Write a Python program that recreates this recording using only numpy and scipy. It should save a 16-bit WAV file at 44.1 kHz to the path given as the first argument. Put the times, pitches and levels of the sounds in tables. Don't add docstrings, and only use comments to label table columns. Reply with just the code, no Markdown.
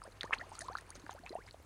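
import sys
import numpy as np
from scipy import signal
from scipy.fft import rfft, irfft
from scipy.io import wavfile
from scipy.ndimage import uniform_filter1d

SR = 44100
rng = np.random.default_rng(int(sys.argv[2]) if len(sys.argv) > 2 else 0)


def voltage_ratio(level):
    return 10 ** (np.asarray(level, float) / 20)


def master_out(mix):
    frames = np.transpose(np.atleast_2d(mix))
    ceiling = np.clip(frames, -1, 1)
    pcm = np.round(ceiling * 32767).astype(np.int16)
    wavfile.write(sys.argv[1], SR, pcm)


N = 72765


def smack():
    start_s, flap_s, jitter_s = 0.3285, 0.0021, 0.00025
    closed_hz, open_hz, mouth_top_hz = 1900, 2870, 3700
    out = np.zeros(N)
    for k in range(8):
        hz = closed_hz + (open_hz - closed_hz) * min(k / 4, 1)
        if k >= 5:
            hz *= 0.5
        db = -19 - (k - 2.1) ** 2
        flap = ring(db, hz, t60=0.0027, rise_s=0.0007, start=0.28, glide_s=0.00038)
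        add(out, start_s + k * flap_s + jitter_s * np.sin(k * k), flap)

    gurgle_db, gurgle_t60 = -45.5, 0.091
    t = np.arange(0, gurgle_t60, 1 / SR)
    throat = resonate(rng.standard_normal(4410), closed_hz, 2000)
    gurgle = evened(resonate(throat, closed_hz, 2000))[:len(t)]
    fall = voltage_ratio(gurgle_db - 60 * np.maximum(t - 0.01, 0) / gurgle_t60)
    add(out, start_s, np.minimum(t / 0.029, 1) * fall * gurgle)
    return voltage_ratio(1.5) * signal.sosfilt(signal.butter(4, mouth_top_hz, fs=SR, output="sos"), out)


# start_s, peak_db, pitch_hz, t60_s
MOUTH_PLOPS = [(0.018, -39, 1343, 0.017), (0.0771, -41, 610, 0.012), (0.086, -50, 523, 0.034),
               (.2323, -29, 1900, 0.0063), (0.2417, -33, 510, 0.0078), (.275, -48, 1860, 0.034),
               (0.296, -41.5, 670, 0.0081), (0.325, -32, 1800, 0.0056), (0.396, -45, 1440, 0.045),
               (.404, -45, 2110, .05), (0.412, -35.5, 1943, 0.033), (.467, -48, 648, 0.036),
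               (.552, -44.5, 1300, 0.023), (0.584, -45.5, 1450, 0.038), (.607, -40, 2020, 0.019),
               (.618, -39.5, 1860, 0.021), (.699, -40, 538, 0.019), (0.771, -43, 1420, 0.026),
               (.785, -40.5, 1900, 0.023), (0.822, -48.5, 644, 0.013), (.955, -49, 587, 0.035),
               (1.04, -46.5, 305, 0.06), (1.065, -38.5, 1750, 0.0079), (1.094, -30.5, 1040, 0.01),
               (1.149, -47.5, 580, 0.051), (1.263, -38, 2690, 0.013), (1.387, -44.5, 466, 0.032),
               (1.544, -41, 700, 0.016),
               (.977, -51, 280, 0.033),
    (1.001, -53, 460, 0.015),
    (1.066, -50.5, 960, 0.03),
    (1.2, -51, 300, 0.026),
    (1.487, -49, 2300, .02),
    (1.601, -48.5, 530, 0.0091),
    (.32, -43, 1140, 0.027),
    (1.097, -44, 1680, 0.01),
    (.382, -49, 280, 0.054),
]


def mouth_plops():
    out = np.zeros(N)
    for s, db, hz, t60 in MOUTH_PLOPS:
        add(out, s, ring(db, hz, t60, rise_s=0.00036, start=0.87, glide_s=0.0031))
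    return out


# start_s, peak_db, final_hz, t60_s, start_share (of final_hz)
SLIDING_POCKETS = [
    (.308, -30.5, 1350, .012, .65),
    (.3848, -43, 5200, .01, .7),
    (.553, -48, 3900, .014, 1.3),
    (.7524, -26.5, 1750, .016, .55),
    (1.271, -47, 2300, .012, .9),
    (1.276, -54, 2650, .06, .95),
    (1.315, -57, 2050, .02, .95),
    (1.323, -53, 2000, .02, .95),
    (1.362, -57, 1900, .03, .95),
    (1.363, -57, 2800, .03, .95),
]


def chirps():
    out = np.zeros(N)
    for s, db, hz, t60, start in SLIDING_POCKETS:
        add(out, s, ring(db, hz, t60, rise_s=0.00097, start=start, glide_s=0.0029))
    return out


# start_s, peak_db, start_hz, end_hz, length_s
RISING_BUBBLES = [(0.033, -57, 883, 2073, 0.042), (0.052, -55, 580, 950, 0.026),
                  (0.239, -42, 803, 1390, 0.033), (0.361, -51.5, 775, 1290, 0.017),
                  (.415, -48, 630, 1304, 0.036), (0.479, -68, 543, 900, 0.02),
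                  (.517, -42, 820, 1140, 0.019), (0.614, -46, 610, 1550, 0.064),
                  (.684, -30.5, 976, 1130, 0.008), (0.692, -44.5, 1045, 1926, 0.044),
                  (0.706, -45.5, 693, 1133, 0.0488), (0.893, -58.5, 803, 2520, 0.04),
                  (1.106, -52, 702, 946, 0.031), (1.151, -58, 616, 2090, 0.047),
                  (1.154, -67, 1180, 1760, 0.016), (1.234, -47.5, 680, 777, 0.021),
                  (1.256, -52.5, 790, 1250, 0.022), (1.306, -43, 325, 592, 0.029),
                  (1.327, -47, 557, 1100, 0.018), (1.353, -34, 650, 1297, 0.045),
                  (1.396, -60, 1270, 2550, 0.036), (1.439, -68, 488, 1314, 0.045)]


def rising_bubbles():
    out = np.zeros(N)
    for s, db, hz, end_hz, length in RISING_BUBBLES:
        add(out, s, bubble(db, hz, end_hz, length))
    return out


def bubble(db, hz, end_hz, length):
    rise_s, settle_s, tail_db, bend, rough_db = 0.0014, 0.024, -58.5, 1.2, 2.0
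    t = np.arange(0, length, 1 / SR)
    edge = np.minimum(t / rise_s, 1) * np.minimum((1 - t / length) * 6, 1)
    pitch = hz * (end_hz / hz) ** ((t / length) ** bend)
    turns = np.cumsum(pitch) / SR
    level = tail_db + (db - tail_db) * np.exp(-t / settle_s)
    rough = rough_db * drift(4410, size=150)[:len(t)]
    return edge * voltage_ratio(level + rough) * np.sin(2 * np.pi * turns)


# start_s, peak_db, t60_s
BURSTING_BUBBLES = [(.0385, -58, .008), (0.2133, -44.5, .008), (0.232, -43.5, .008), (.272, -58, .008),
                    (.5525, -46, .01), (.566, -54, .01), (.6015, -52, .006), (.684, -48.5, .006),
                    (0.7476, -56, .005), (.7705, -48, 0.0065), (.7843, -41.5, 0.0054), (0.81, -48.5, 0.009),
                    (.8655, -58, .006), (.9035, -48, .005), (.954, -47, .008), (0.997, -54, 0.014),
                    (1.0643, -53, .008), (1.0795, -55, .008), (1.1094, -45.5, .008), (1.1285, -51, .008),
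                    (1.1912, -52, .008), (1.2625, -53, .008), (1.2928, -48.5, 0.011), (1.5097, -53, 0.0067)]


def burst_snaps():
    out = np.zeros(N)
    for s, db, t60 in BURSTING_BUBBLES:
        add(out, s, snap(db, t60))
    return out


def snap(db, t60):
    t = np.arange(0, t60, 1 / SR)
    band = signal.butter(1, [1800, 11500], "band", fs=SR, output="sos")
    noise = signal.sosfilt(band, rng.standard_normal(882))
    return voltage_ratio(db - 60 * t / t60)[:882] * noise[:len(t)]


# start_s, peak_db, pitch_hz, twice_t60_s (halved when rung)
NEAR_DROPLETS = [(0.037, -49, 5160, 0.022), (.039, -43.5, 8860, 0.018), (.2095, -25.5, 3690, 0.008),
                 (.214, -44, 4600, 0.0049), (.232, -37.5, 4240, 0.0054), (.493, -48.5, 9100, 0.013),
                 (.591, -31, 9530, 0.0079), (.591, -37.5, 7100, 0.011), (0.663, -48.5, 8000, .015),
                 (.684, -46, 4100, 0.0033), (.732, -50, 4430, 0.013), (0.752, -49.5, 4240, .015),
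                 (.77, -43.5, 4660, 0.017), (.777, -46, 4000, 0.021), (.784, -49, 5630, 0.0071),
                 (.81, -49, 9400, 0.0081), (0.904, -32.5, 10060, 0.0066), (0.905, -48, 6640, 0.017),
                 (.949, -51.5, 6450, 0.015), (1.062, -58.5, 4740, 0.017), (1.11, -45, 7130, 0.0097),
                 (1.129, -50, 6340, 0.01), (1.139, -37, 11600, 0.011), (1.294, -47.5, 4130, 0.045),
                 (1.348, -49.5, 9100, 0.016), (1.51, -41.5, 4410, 0.0065), (1.627, -50, 14500, 0.009),
                 (1.477, -52, 2100, .03), (1.095, -60, 4000, 0.035)]
# start_s, peak_db, pitch_hz
FAR_DROPLETS = [(.03, -57, 4830), (.121, -56.5, 4200), (.124, -56, 9960), (.233, -48.5, 9120),
                (0.3813, -49, 3200), (0.401, -64, 6590), (0.448, -61, 4710), (0.5408, -55, 5800),
                (.549, -55, 8000), (.632, -55, 9200), (.677, -54, 9200), (.681, -53.5, 3800),
                (.722, -55, 6100), (.789, -52, 9700), (.8925, -52, 9290), (0.9043, -51, 4700),
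                (.963, -52, 9040), (.968, -52, 10400), (1.001, -56.5, 6530), (1.018, -58, 3900),
                (1.0834, -60, 4930), (1.1204, -57, 3100), (1.237, -57.5, 4310), (1.257, -54, 7400),
                (1.293, -47.5, 4900), (1.301, -58, 9700), (1.3242, -55, 4820), (1.329, -55.5, 4080),
                (1.4376, -59, 5120), (1.4658, -51.5, 4950), (1.527, -53.5, 7930), (1.539, -59.5, 3800)]


def droplets():
    rise_s, click_db = 0.0004, -23
    out = np.zeros(N)
    for s, db, hz, t60 in NEAR_DROPLETS:
        add(out, s, ring(db, hz, t60 / 2, rise_s, start=0.94, glide_s=0.00074))
        click = voltage_ratio(db + click_db - np.arange(60) * 0.5) * rng.standard_normal(60)
        add(out, s, hz / 5000 * click)
    for s, db, hz in FAR_DROPLETS:
        add(out, s, ring(db, hz, t60=0.0098, rise_s=rise_s, start=0.97, glide_s=0.00088))
    return out


# start_s, level_db, length_s
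FINE_SPRAY = [
    (.248, -60, 0.015),
    (0.33, -54, 0.032),
    (0.542, -66.5, 0.059),
    (.607, -46.5, 0.02),
    (.628, -64, .05),
    (0.772, -62.5, 0.03),
    (0.953, -60.5, 0.024),
    (1.102, -65, 0.04),
    (1.46, -68, 0.047),
]
# start_s, level_db, length_s
MOUTH_FROTH = [
    (.21, -55, 0.019),
    (.234, -55, 0.019),
    (.338, -51, 0.023),
    (.955, -61, .03),
    (1.095, -59.5, 0.044),
    (1.262, -60.5, 0.031),
    (1.474, -60.5, 0.032),
]


def spray():
    fizz = grains(per_s=2400, low_hz=4200, high_hz=13000, tilt_db=5.0, spread_db=5.0, cycles=26,
                  level=bursts(FINE_SPRAY))
    froth = grains(per_s=1200, low_hz=1300, high_hz=4500, tilt_db=0, spread_db=5.0, cycles=18,
                   level=bursts(MOUTH_FROTH))
    return fizz + froth


# start_s, level_db
WATER_STIR = [
    (0.0, -66),
    (0.458, -60.5),
    (1.65, -69),
]
# pitch_hz, level_db (per Hz)
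WASH_SPECTRUM = [(300, -9.5), (1000, 1), (3000, -9.5), (10000, -28)]


def stirred_water():
    s, db = np.transpose(WATER_STIR)
    level = voltage_ratio(np.interp(np.arange(N) / SR, s, db))
    bubbles = grains(per_s=350, low_hz=348.4, high_hz=3540, tilt_db=0.5, spread_db=3.0, cycles=18, level=level)
    crackle = grains(per_s=300, low_hz=4200, high_hz=10800, tilt_db=5.0, spread_db=5.0, cycles=26, level=level)
    clumps = voltage_ratio(-16 + 4.0 * drift(N, size=700))
    wash = voltage_ratio(-3.5 + 2.0 * drift(N, size=900)) * level * coloured(WASH_SPECTRUM)
    return voltage_ratio(-4.5) * bubbles + clumps * crackle + wash


def pond_echo(mix):
    echo_db, echo_t60 = -20, 0.05
    t = np.arange(4410) / SR
    signs = rng.choice([-1., 1.], len(t))
    sparse = (rng.random(len(t)) < 0.05) * (t > 0.003)
    taps = signs * sparse * voltage_ratio(-60 * t / echo_t60)
    return mix + voltage_ratio(echo_db) * signal.oaconvolve(mix, taps / np.linalg.norm(taps))[:N]


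# pitch_hz, width_hz, level_db
HOUSING = [
    (4400, 900, -6),
    (6400, 500, 1.5),
    (9300, 800, 5),
]


def microphone(mix):
    top_hz, leak_db = 10800, -9
    mix = mix + sum(voltage_ratio(db) * resonate(mix, hz, width) for hz, width, db in HOUSING)
    dull = signal.sosfilt(signal.butter(4, top_hz, fs=SR, output="sos"), mix)
    return dull + voltage_ratio(leak_db) * (mix - dull)


# pitch_hz, level_db (per Hz)
AIR_SPECTRUM = [(38, -40), (48, -1.5), (100, -3.5), (130, 0), (300, -9.5), (1200, -16.5), (3000, -28.5),
                (10000, -24.5), (12500, -33), (15900, -36.5)]
# pitch_hz, drift_hz, level_db
PUMP_HUM = [
    (50, 8.75, -64.5),
    (90.5, 6.7, -65),
]


def background():
    out = voltage_ratio(-65.5) * coloured(AIR_SPECTRUM)
    for hz, drift_hz, db in PUMP_HUM:
        turns = np.cumsum(hz + drift_hz * drift(N, size=1200)) / SR
        out += voltage_ratio(db + 3 + 2.0 * drift(N, size=1500)) * np.sin(2 * np.pi * turns)
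    return out


def ring(db, hz, t60, rise_s, start, glide_s):
    t = np.arange(0, t60 + rise_s, 1 / SR)
    turns = np.cumsum(hz * (1 - (1 - start) * np.exp(-t / glide_s))) / SR
    fall = voltage_ratio(db - 60 * np.maximum(t - rise_s, 0) / t60)
    return fall * np.minimum(t / rise_s, 1) * np.sin(2 * np.pi * turns)


def grains(per_s, low_hz, high_hz, tilt_db, spread_db, cycles, level):
    out, power = np.zeros(N), 0
    pitches = np.geomspace(low_hz, high_hz, num=36)
    chance = per_s / len(pitches) / SR
    for hz in pitches:
        struck = rng.random(N) < chance
        sizes = voltage_ratio(spread_db * np.minimum(rng.exponential(1, N), 2))
        n = cycles * rng.uniform(0.5, 1.5)
        tilt = tilt_db * np.log2(hz / 1000)
        shape = ring(tilt, hz, t60=n / hz, rise_s=3 / hz, start=0.75, glide_s=4 / hz)
        out += signal.oaconvolve(sizes * struck * level, shape)[:N]
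        power += np.mean(sizes ** 2) * chance * np.sum(shape ** 2)
    return out / np.sqrt(power)


def bursts(rows):
    t = np.arange(N) / SR
    return sum(voltage_ratio(db) * np.sin(np.pi * np.clip((t - s) / length, 0, 1) ** 0.44) for s, db, length in rows)


def resonate(x, hz, width):
    turn = np.exp(2j * np.pi * hz * np.arange(len(x)) / SR)
    r = np.exp(-np.pi * width / SR)
    return 2 * (turn * signal.lfilter([1 - r], [1, -r], x / turn)).real


def coloured(points):
    f, db = np.transpose(points)
    hz = np.fft.rfftfreq(N, 1 / SR)
    gain = voltage_ratio(np.interp(np.log(hz + 1), np.log(f), db, left=-90))
    return evened(irfft(rfft(rng.standard_normal(N)) * gain, N))


def drift(n, size):
    return evened(uniform_filter1d(uniform_filter1d(rng.standard_normal(n), size), size))


def evened(x):
    return x / np.sqrt(np.mean(x ** 2) + 1e-20)


def add(mix, s, sound):
    part = mix[round(s * SR):][:len(sound)]
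    part += sound[:len(part)]


def scene():
    mouths = smack() + mouth_plops() + chirps()
    water = rising_bubbles() + burst_snaps() + droplets() + spray() + stirred_water()
    return (microphone(pond_echo(mouths + water)) + background())[None]


def low_pass(x):
    return signal.sosfilt(signal.butter(12, 16440, fs=SR, output="sos"), x)


def record(dry):
    edge = signal.firwin(255, 15950, window=("kaiser", 8), fs=SR)
    mix = signal.oaconvolve(dry, edge[None], "same")
    return low_pass(mix)


dry = scene()
out = record(dry)
master_out(out)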